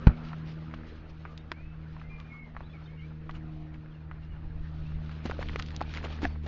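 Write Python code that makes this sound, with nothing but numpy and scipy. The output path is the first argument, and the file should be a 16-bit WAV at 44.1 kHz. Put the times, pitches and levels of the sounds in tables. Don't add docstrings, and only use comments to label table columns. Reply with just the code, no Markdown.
import sys
import numpy as np
from scipy import signal
from scipy.fft import rfft, irfft, next_fast_len
from scipy.io import wavfile
from scipy.ndimage import uniform_filter1d, minimum_filter1d

SR = 44100
rng = np.random.default_rng(int(sys.argv[2]) if len(sys.argv) > 2 else 0)


def unload_audio(sound):
    columns = np.transpose(np.atleast_2d(sound))
    steps = np.round(np.clip(columns, -1, 1) * 32767)
    wavfile.write(sys.argv[1], SR, steps.astype(np.int16))


def gain_from_db(level_db):
    decades = np.asarray(level_db, float) / 20
    return 10 ** decades


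N = 285327


def evened(x):
    return x / np.sqrt(np.mean(x ** 2) + 1e-20)


def curves(rows):
    s, *columns = np.transpose(rows)
    return [np.interp(np.arange(N) / SR, s, c) for c in columns]


def coloured(x, points):
    f, db = np.transpose(points)
    hz = np.fft.rfftfreq(len(x), 1 / SR) + 1
    gain = gain_from_db(np.interp(np.log(hz), np.log(f), db, right=-90))
    return evened(irfft(rfft(x) * gain, len(x)))


def band_passed(x, lo_hz, hi_hz, order):
    return signal.sosfilt(signal.butter(order, [lo_hz, hi_hz], "band", fs=SR, output="sos"), x)


def band_even(x, lo_hz, hi_hz):
    return x / np.std(band_passed(x, lo_hz, hi_hz, 4))


def slow(rate_hz):
    size = next_fast_len(N)
    lowpass = 1 + (np.fft.rfftfreq(size, 1 / SR) / rate_hz) ** 4
    return evened(irfft(rfft(rng.standard_normal(size)) / lowpass, size)[:N])


def bump(s, length):
    return np.exp(-((np.arange(N) / SR - s) / max(length, .02)) ** 2)


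def crackly(share, size):
    heights = gain_from_db(5.5 * np.minimum(rng.exponential(1, size), 3))
    grains = heights * (rng.random(size) < 500 / SR)
    bursts = evened(signal.lfilter([1], [1, -.975], grains))
    return rng.standard_normal(size) * (1 - share + share * bursts)


def mottled(x, patchy_db):
    z = signal.stft(x, nperseg=512)[2]
    patches = uniform_filter1d(rng.standard_normal(z.shape), size=4, axis=0)
    patches = uniform_filter1d(patches, size=8, axis=1)
    return evened(signal.istft(z * gain_from_db(patchy_db * evened(patches)), nperseg=512)[1][:N])


def add(mix, s, sound):
    part = mix[round(s * SR):][:len(sound)]
    part += sound[:len(part)]


def drone():
    # (time [s], lift [dB])
    nearing = [
        (0.0, -1.5),
        (3.9, -0.5),
        (4.8, 7),
        (5.7, 8),
        (6.47, 12.5),
    ]
    # (order, level [dB], share of the lift)
    low_orders = [(1, -48, 0.92), (1.5, -65, .3), (2, -47, 0.11), (2.5, -81, .1), (3, -59.5, .7),
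                  (4, -61, 0.038)]
    # (order, level [dB])
    high_orders = [(5, -28), (6, -6), (8, -23)]
    # (time [s], length [s], change [dB])
    air_swells = [
        [(2.45, 0.3, -4), (3.9, 0.088, -9), (5.3, 0.039, 1.5)],
        [(.4, 0.25, 5), (2.2, .3, 1.5)],
        [(.45, 0.4, 6), (0.948, 0.15, -10), (1.5, .12, -5.5), (2.448, 0.2, -4.5), (3.349, .4, 4),
         (4.904, 0.29, 6), (5.6, 0.22, 1.5)],
        [(1.8, 0.3, 6.5)],
        [(.1, 0.26, 14.5), (0.753, 0.14, 11), (1.1, 0.084, -3), (1.698, 0.17, -6.5), (2.505, 0.16, 4),
         (2.9, 0.13, -13), (3.443, .15, 5), (4.096, 0.12, -20), (4.5, 0.24, -14.5)],
        [(.7, .3, 5.5), (2.497, 0.54, -10.5), (3.457, 0.44, 8), (4.103, 0.11, -3.5), (5.5, .2, 5)],
    ]
    start_hz, sag_hz_per_s, hunt_hz = 79.07, .39, 0.22
    hz = start_hz - sag_hz_per_s * np.arange(N) / SR + hunt_hz * slow(2.0)
    turn = 2 * np.pi * np.cumsum(hz) / SR
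    lift_db = curves(nearing)[0]

    orders = []
    for (k, db, share), swells in zip(low_orders, air_swells):
        swell_db = sum(up_db * bump(s, length) for s, length, up_db in swells)
        orders.append((k, db + share * lift_db + swell_db))
    upper_db = orders[-1][1] * 0.36 - 43 - 9 * bump(4.27, 0.22)
    orders += [(k, upper_db + db) for k, db in high_orders]

    total = np.zeros(N)
    for k, db in orders:
        lag = .12 * k * slow(1.5) - np.pi / 2 * (k - 1)
        level = np.sqrt(2) * gain_from_db(db + 0.4 * k ** 1.1 * slow(2.3))
        total += level * np.cos(k * turn + lag)
    return total


def far_hum():
    # (frequency [Hz], level [dB])
    lines = [(250, -68), (333, -67)]
    t = np.arange(N) / SR
    return sum(gain_from_db(db + 4.0 * slow(1.5)) * np.sin(2 * np.pi * hz * t + .6 * slow(2.5)) for hz, db in lines)


def wind():
    # (frequency [Hz], level [dB])
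    wind_colour = [(8, -7.5), (20, 0), (45, -2.5), (70, -5.5), (120, -15), (200, -22), (400, -34),
                   (900, -59.5)]
    # (peak time [s], length [s], level [dB])
    gusts = [(0.109, 0.059, -34), (0.448, 0.83, -50), (1.25, .2, -53), (1.7, 0.22, -52.5),
             (2.128, 0.22, -49), (2.595, 0.052, -43), (3.294, 0.13, -48), (3.508, 0.17, -48),
             (4.38, 0.15, -43), (4.61, 0.45, -45), (4.917, .15, -42), (5.41, 0.15, -39),
             (5.578, 0.15, -46.5), (6.01, 0.05, -38.5), (6.25, .08, -43)]
    lumps = coloured(rng.standard_normal(N), wind_colour) * gain_from_db(2.6 * slow(12))
    breeze = gain_from_db(-54.5 + 0.78 * np.arange(N) / SR)
    gust_power = sum((gain_from_db(db) * bump(s, length)) ** 2 for s, length, db in gusts)
    return np.sqrt(breeze ** 2 + gust_power) * band_even(lumps, 12, 62)


def air():
    # (time [s], level [dB])
    rustle = [(0.0, -60), (.35, -62), (1.75, -69.5), (2.22, -65.5), (2.38, -71.5), (2.8, -66), (3.2, -70),
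              (3.5, -67), (4.1, -72), (4.85, -64), (5.2, -59.5), (5.44, -56), (5.66, -57), (5.86, -55),
              (6.13, -52), (6.33, -62), (6.42, -70), (6.47, -62)]
    # (frequency [Hz], level [dB])
    dull_colour = [(90, 0.5), (250, 1.5), (450, -4), (1050, -9.5), (1300, -7), (1900, -12), (2800, -18),
                   (5000, -53)]
    # (frequency [Hz], level [dB])
    bright_colour = [(600, -10), (1500, -10.5), (2500, -2), (4200, -4.5), (6400, -18), (7400, -31)]
    bright_db = curves(rustle)[0]
    hum_db = -61 + 5.5 * np.exp(-np.arange(N) / SR / 0.51)
    dull_db = hum_db + .5 * (bright_db + 69.5)
    share = np.clip((bright_db + 75) / 60, 0, .6)
    dull = band_even(coloured(mottled(crackly(share, N), 2.5), dull_colour), 600, 2000)
    bright = band_even(coloured(crackly(share, N), bright_colour), 2800, 6500)
    return gain_from_db(dull_db - 1.87 + 1.0 * slow(20)) * dull + gain_from_db(bright_db - 5.0 + 1.7 * slow(12)) * bright


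def creak(length, db, hz):
    width = 0.052
    fuzz = signal.lfilter(*signal.iirpeak(hz, 1 / width, SR), crackly(0.22, size=18000))
    swell = signal.windows.tukey(round(length * SR), .7)
    return gain_from_db(db) * swell * evened(fuzz)[:len(swell)]


def knock():
    # (time [s], height [full scale], length [s], crack [dB])
    blows = [
        (0.0686, .1, 0.003, -2),
        (0.0692, 1.2, 0.0050, 3),
        (0.0725, -0.08, 0.005, -14),
        (0.0750, -0.22, 0.012, -18),
        (.078, -.03, .004, -10),
        (0.0865, 0.3, 0.0075, -30),
        (0.0945, 0.05, 0.0026, -22),
        (.096, -.08, .009, -28),
        (.103, 0.07, 0.008, -32),
        (.110, -.05, .007, -30),
    ]
    # (frequency [Hz], decay to -60 dB [s], level [dB])
    casing = [(1350, 0.006, -19), (2350, 0.0089, -33), (835, 0.007, -24), (4000, 0.0064, -44)]
    push, strike, t = np.zeros(N), np.zeros(N), np.arange(3000) / SR
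    for s, height, length, crack_db in blows:
        hump = np.hanning(round(length * SR))
        grit = uniform_filter1d(rng.standard_normal(600), 6)[:len(hump)]
        add(push, s, height * hump)
        add(strike, s, gain_from_db(crack_db) * hump ** 1.5 * grit)
    vent = signal.butter(2, 17, "high", fs=SR, output="sos")
    swing = signal.sosfilt(vent, push)
    rings = sum(gain_from_db(db - 60 * t / t60) * np.sin(2 * np.pi * hz * t) for hz, t60, db in casing)
    loud = swing + .5 * signal.oaconvolve(strike, rings)[:N]
    return loud / (1 + abs(loud / .95) ** 4) ** .25


def brush(length, db, low_hz):
    slope = [(low_hz * 0.057, -18), (low_hz, 0), (max(low_hz * 2.05, 3000), -7), (7400, -26)]
    grit = coloured(crackly(0.36, size=6000), slope)
    swell = np.hanning(round(length * SR))
    return gain_from_db(db) * swell * grit[:len(swell)]


def tick(peak_db, hz, treble_db, t60=0.044):
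    t = np.arange(2500) / SR
    rattle = .5 * rng.standard_normal((2, len(t))) * gain_from_db(-60 * t / max(t60, .004))
    rattle[0, 36:48] += 1.2 * np.hanning(12)
    rattle[1, 40:43] += 2.2
    rattle[:, :36] *= .1
    body = band_passed(rattle[0], hz * .5, min(hz * 1.66, 7000), 3)
    body += .8 * signal.lfilter(*signal.iirpeak(hz, 5.5, SR), body)
    crack = band_passed(rattle[1], 2400, 4800, 2)
    return gain_from_db(peak_db + 0.5) * (body / abs(body).max() + gain_from_db(treble_db + 1) * crack / abs(crack).max())


def whistle(length, from_hz, to_hz, db, slide):
    t = np.arange(0, length, 1 / SR)
    way = np.sin(np.pi / 2 * np.minimum(t / length / slide, 1))
    waver = evened(uniform_filter1d(rng.standard_normal((2, 12000)), 300))[:, :len(t)]
    hz = (from_hz + (to_hz - from_hz) * way) * (1 + 0.0051 * waver[0])
    turn = 2 * np.pi * np.cumsum(hz) / SR
    level = gain_from_db(db - 9.5 * (t / length) ** 2.1 + 2.2 * waver[1])
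    return np.sqrt(2) * level * np.sin(turn) * signal.windows.tukey(len(t), .25)


def birds():
    # (time [s], length [s], from [Hz], to [Hz], level [dB])
    chips = [
        (1.385, .03, 3500, 3690, -69),
        (2.628, .05, 2750, 3900, -66),
        (2.645, .035, 3850, 3920, -66),
        (2.695, .04, 3300, 3480, -70),
        (2.838, .018, 4200, 4330, -69),
        (2.857, .016, 3650, 3600, -65),
        (2.872, .016, 3000, 3120, -63),
    ]
    # (time [s], length [s], from [Hz], to [Hz], level [dB])
    sliding = [(1.525, .2, 2080, 2620, -65), (1.705, .045, 2600, 2640, -67), (2.730, .045, 2500, 2170, -60),
               (2.750, .03, 2330, 2170, -61), (2.870, .115, 2080, 2270, -67), (2.975, .05, 2230, 2090, -63),
               (2.970, .06, 2800, 2820, -65), (2.990, .05, 2980, 3120, -67), (3.015, .055, 2150, 2340, -58),
               (3.900, .13, 3500, 2420, -72), (3.930, .05, 3050, 2750, -71), (4.225, .07, 2780, 2800, -73),
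               (4.300, .07, 2980, 2750, -68), (4.850, .04, 2500, 2730, -63)]
    # (time [s], length [s], from [Hz], to [Hz], level [dB])
    held = [
        (2.020, .22, 1950, 2080, -63.5),
        (2.088, 0.15, 2070, 2395, -58.5),
        (2.22, .13, 2300, 2395, -66),
        (2.290, 0.18, 2160, 2190, -56),
        (2.420, .07, 2110, 2106, -63),
    ]
    direct = np.zeros(N)
    for table, slide in ((sliding, .85), (held, .08), (chips, .53)):
        for s, *note in table:
            add(direct, s, whistle(*note, slide))
    t = np.arange(9000) / SR
    echoes = evened(rng.standard_normal(len(t)) * gain_from_db(-60 * t / 0.14)) / np.sqrt(len(t))
    return 1.18 * direct + 0.63 * signal.oaconvolve(direct, echoes)[:N]


def thud(peak_db, hz, t60):
    t = np.arange(4000) / SR
    onset = 1 - np.exp(-t / 0.00033)
    return 0.82 * gain_from_db(peak_db - 60 * t / max(t60, .01)) * onset * np.sin(2 * np.pi * hz * t)


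def snap(peak_db, hz, treble_db):
    return tick(peak_db, hz, treble_db, t60=0.022)


def scene():
    # (time [s], length [s], level [dB], frequency [Hz])
    creaks = [(0.001, 0.054, -54, 1230), (0.180, 0.17, -58.5, 1350), (1.255, 0.11, -59, 1215),
              (2.170, 0.064, -56.5, 1160), (2.310, 0.093, -57.5, 1196), (3.350, 0.36, -62.5, 704),
              (3.325, .06, -58, 1400), (3.34, .04, -63, 2900), (5.830, .09, -60, 2420),
              (6.100, .07, -64, 2390), (6.255, 0.1, -68, 4500)]
    # (time [s], length [s], level [dB], low edge [Hz])
    brushes = [(.21, 0.13, -55.5, 2470), (.43, 0.13, -56, 2500), (.84, 0.086, -60.5, 2460),
               (.94, 0.043, -65, 2490), (1.08, 0.045, -63, 2560), (3.32, 0.075, -56, 902),
               (3.725, 0.048, -60.5, 1300), (5.1, 0.049, -52.5, 1560), (5.23, 0.065, -44, 399.3),
               (5.39, 0.06, -45.5, 490), (5.515, 0.049, -51, 420), (5.58, 0.035, -44, 1190),
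               (5.93, 0.07, -46, 701), (5.955, 0.06, -50, 2200), (6.02, 0.058, -43, 408),
               (6.215, 0.046, -40.5, 395), (6.25, 0.043, -53.5, 2730), (6.42, 0.051, -54, 406.4),
               (6.455, 0.049, -39, 404)]
    # (time [s], peak [dB], ring [Hz], treble [dB], some: decay to -60 dB [s])
    ticks = [(0.317, -38.5, 1030, -35), (0.331, -31, 1080, -21), (0.711, -43.5, 1390, -15),
             (0.738, -29.5, 1170, -23), (0.740, -40, 2400, -17), (.833, -44, 1300, -30),
             (.81, -45, 1350, -15), (1.2515, -30, 1160, -36), (1.5163, -21, 1370, -14, .025),
             (1.965, -38, 960, -47), (1.997, -45, 2550, -23), (2.014, -37.5, 1350, -29),
             (2.549, -40.5, 1130, -45), (2.565, -28, 1230, -48.5), (2.571, -39, 1230, -22),
             (2.605, -35, 960, -26), (3.293, -30, 1200, -30), (3.296, -34, 1150, -18),
             (3.310, -40, 2900, -20, .02), (3.743, -43, 1640, -24), (3.859, -43.5, 1526, -38),
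             (4.112, -32.5, 1300, -45), (4.919, -43.5, 1210, -11)]
    # (time [s], peak [dB], ring [Hz], treble [dB], decay to -60 dB [s])
    thin_ticks = [
        (1.3762, -37, 3470, -11, 0.021),
        (1.5165, -29, 3140, -18.5, 0.02),
        (2.2005, -39, 3370, -14, 0.0046),
        (5.763, -28, 6400, -6, 0.012),
        (5.893, -45, 4250, -1, 0.013),
    ]
    # (time [s], peak [dB], frequency [Hz], decay to -60 dB [s]); negative Hz pulls first
    thuds = [(1.516, -32, 343, 0.035), (5.254, -17, 252, 0.018), (5.261, -26, -258.6, 0.03),
             (5.297, -19.5, 430, 0.012), (5.333, -39, 552, 0.04), (5.391, -18, 543, 0.014),
             (5.418, -30, -130, 0.03), (5.496, -33, 310, 0.029), (5.558, -21, 450, 0.016),
             (5.814, -31, 850, .05), (5.809, -31, 304, 0.048), (6.041, -41, 644, 0.041),
             (6.054, -31, 484, 0.039), (6.217, -42, 323.7, 0.062), (6.2305, -20, -290, 0.045),
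             (6.246, -19, 280, 0.04), (6.248, -27, 780, .04), (6.2515, -20, -1700, .018),
             (6.253, -23, 700, 0.04), (6.264, -28, 200, 0.03), (6.44, -35.5, 345, 0.034),
             (6.463, -33.5, 611, 0.03)]
    # (time [s], peak [dB], ring [Hz], treble [dB])
    snaps = [(5.093, -38.5, 1340, -6), (5.258, -30.5, 745.5, -2.5), (5.272, -37, 1840, -8),
             (5.289, -40, 1800, -8), (5.297, -30, 770, -12), (5.301, -34, 2400, -10),
             (5.311, -24, 1500, -14), (5.317, -30, 890, -31), (5.39, -31.5, 816, -26),
             (5.412, -35, 756, -10), (5.426, -25, 1500, -12), (5.486, -29, 2280, -24),
             (5.494, -29, 1720, -19), (5.532, -38, 2000, -20), (5.5585, -21, 1900, -12),
             (5.592, -31, 1400, -3), (5.596, -23, 1900, -5), (5.623, -33, 3450, 0), (5.661, -42, 4500, -3),
             (5.685, -39, 1700, 2), (5.705, -38, 1690, -1.5), (5.716, -41, 1700, -2),
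             (5.807, -27, 945, -15), (5.813, -20, 806, -15.5), (5.823, -36, 2500, -2),
             (5.938, -29, 2300, -4), (5.948, -30, 2200, -4), (5.959, -35, 1900, -15),
             (5.972, -26, 2150, -8), (5.983, -31.5, 1610, -27), (6.028, -36, 1750, -10),
             (6.040, -32, 969, -23), (6.057, -30, 900, -26.5), (6.068, -32, 1680, -9),
             (6.218, -34.5, 751, -4), (6.222, -34, 1900, -6), (6.230, -33, 1800, -5),
             (6.239, -31, 1930, -6), (6.2425, -26, 1900, -20), (6.247, -30, 1200, -10),
             (6.2515, -18.5, 1720, -12), (6.265, -36, 1900, -15), (6.358, -42, 901, -24)]
    mix = drone() + far_hum() + wind() + air() + knock() + birds()
    for table, source in ((creaks, creak), (brushes, brush), (ticks + thin_ticks, tick),
                          (thuds, thud), (snaps, snap)):
        for s, *how in table:
            add(mix, s, source(*how))
    return mix[None]


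def low_pass(x):
    return signal.sosfilt(signal.butter(12, 7630, fs=SR, output="sos"), x)


def record(dry):
    # (frequency [Hz], threshold against the local level [dB])
    gate = [(2600, -12), (3500, -4), (4500, -1), (5600, .5), (7500, 2.5)]
    hz, _, z = signal.stft(dry[0], SR, nperseg=1536, noverlap=768)
    patch = np.repeat(np.add.reduceat(abs(z) ** 2, np.arange(0, 769, 3)), 3, 0)[:769] / 3
    local = np.exp(uniform_filter1d(np.log(patch + 1e-30), size=36, axis=0))
    threshold_db = np.interp(hz, *np.transpose(gate), left=-90)
    keep = patch > local * gain_from_db(2 * threshold_db)[:, None]
    keep |= local > 6 * minimum_filter1d(local, size=5, axis=1)
    gated = signal.istft(z * keep, SR, nperseg=1536, noverlap=768)[1][None, :N]
    lowpass = signal.firwin(255, 7420, window=("kaiser", 8), fs=SR)
    limited = signal.oaconvolve(gated, lowpass[None], "same")
    return low_pass(limited)


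dry = scene()
out = record(dry)
unload_audio(out)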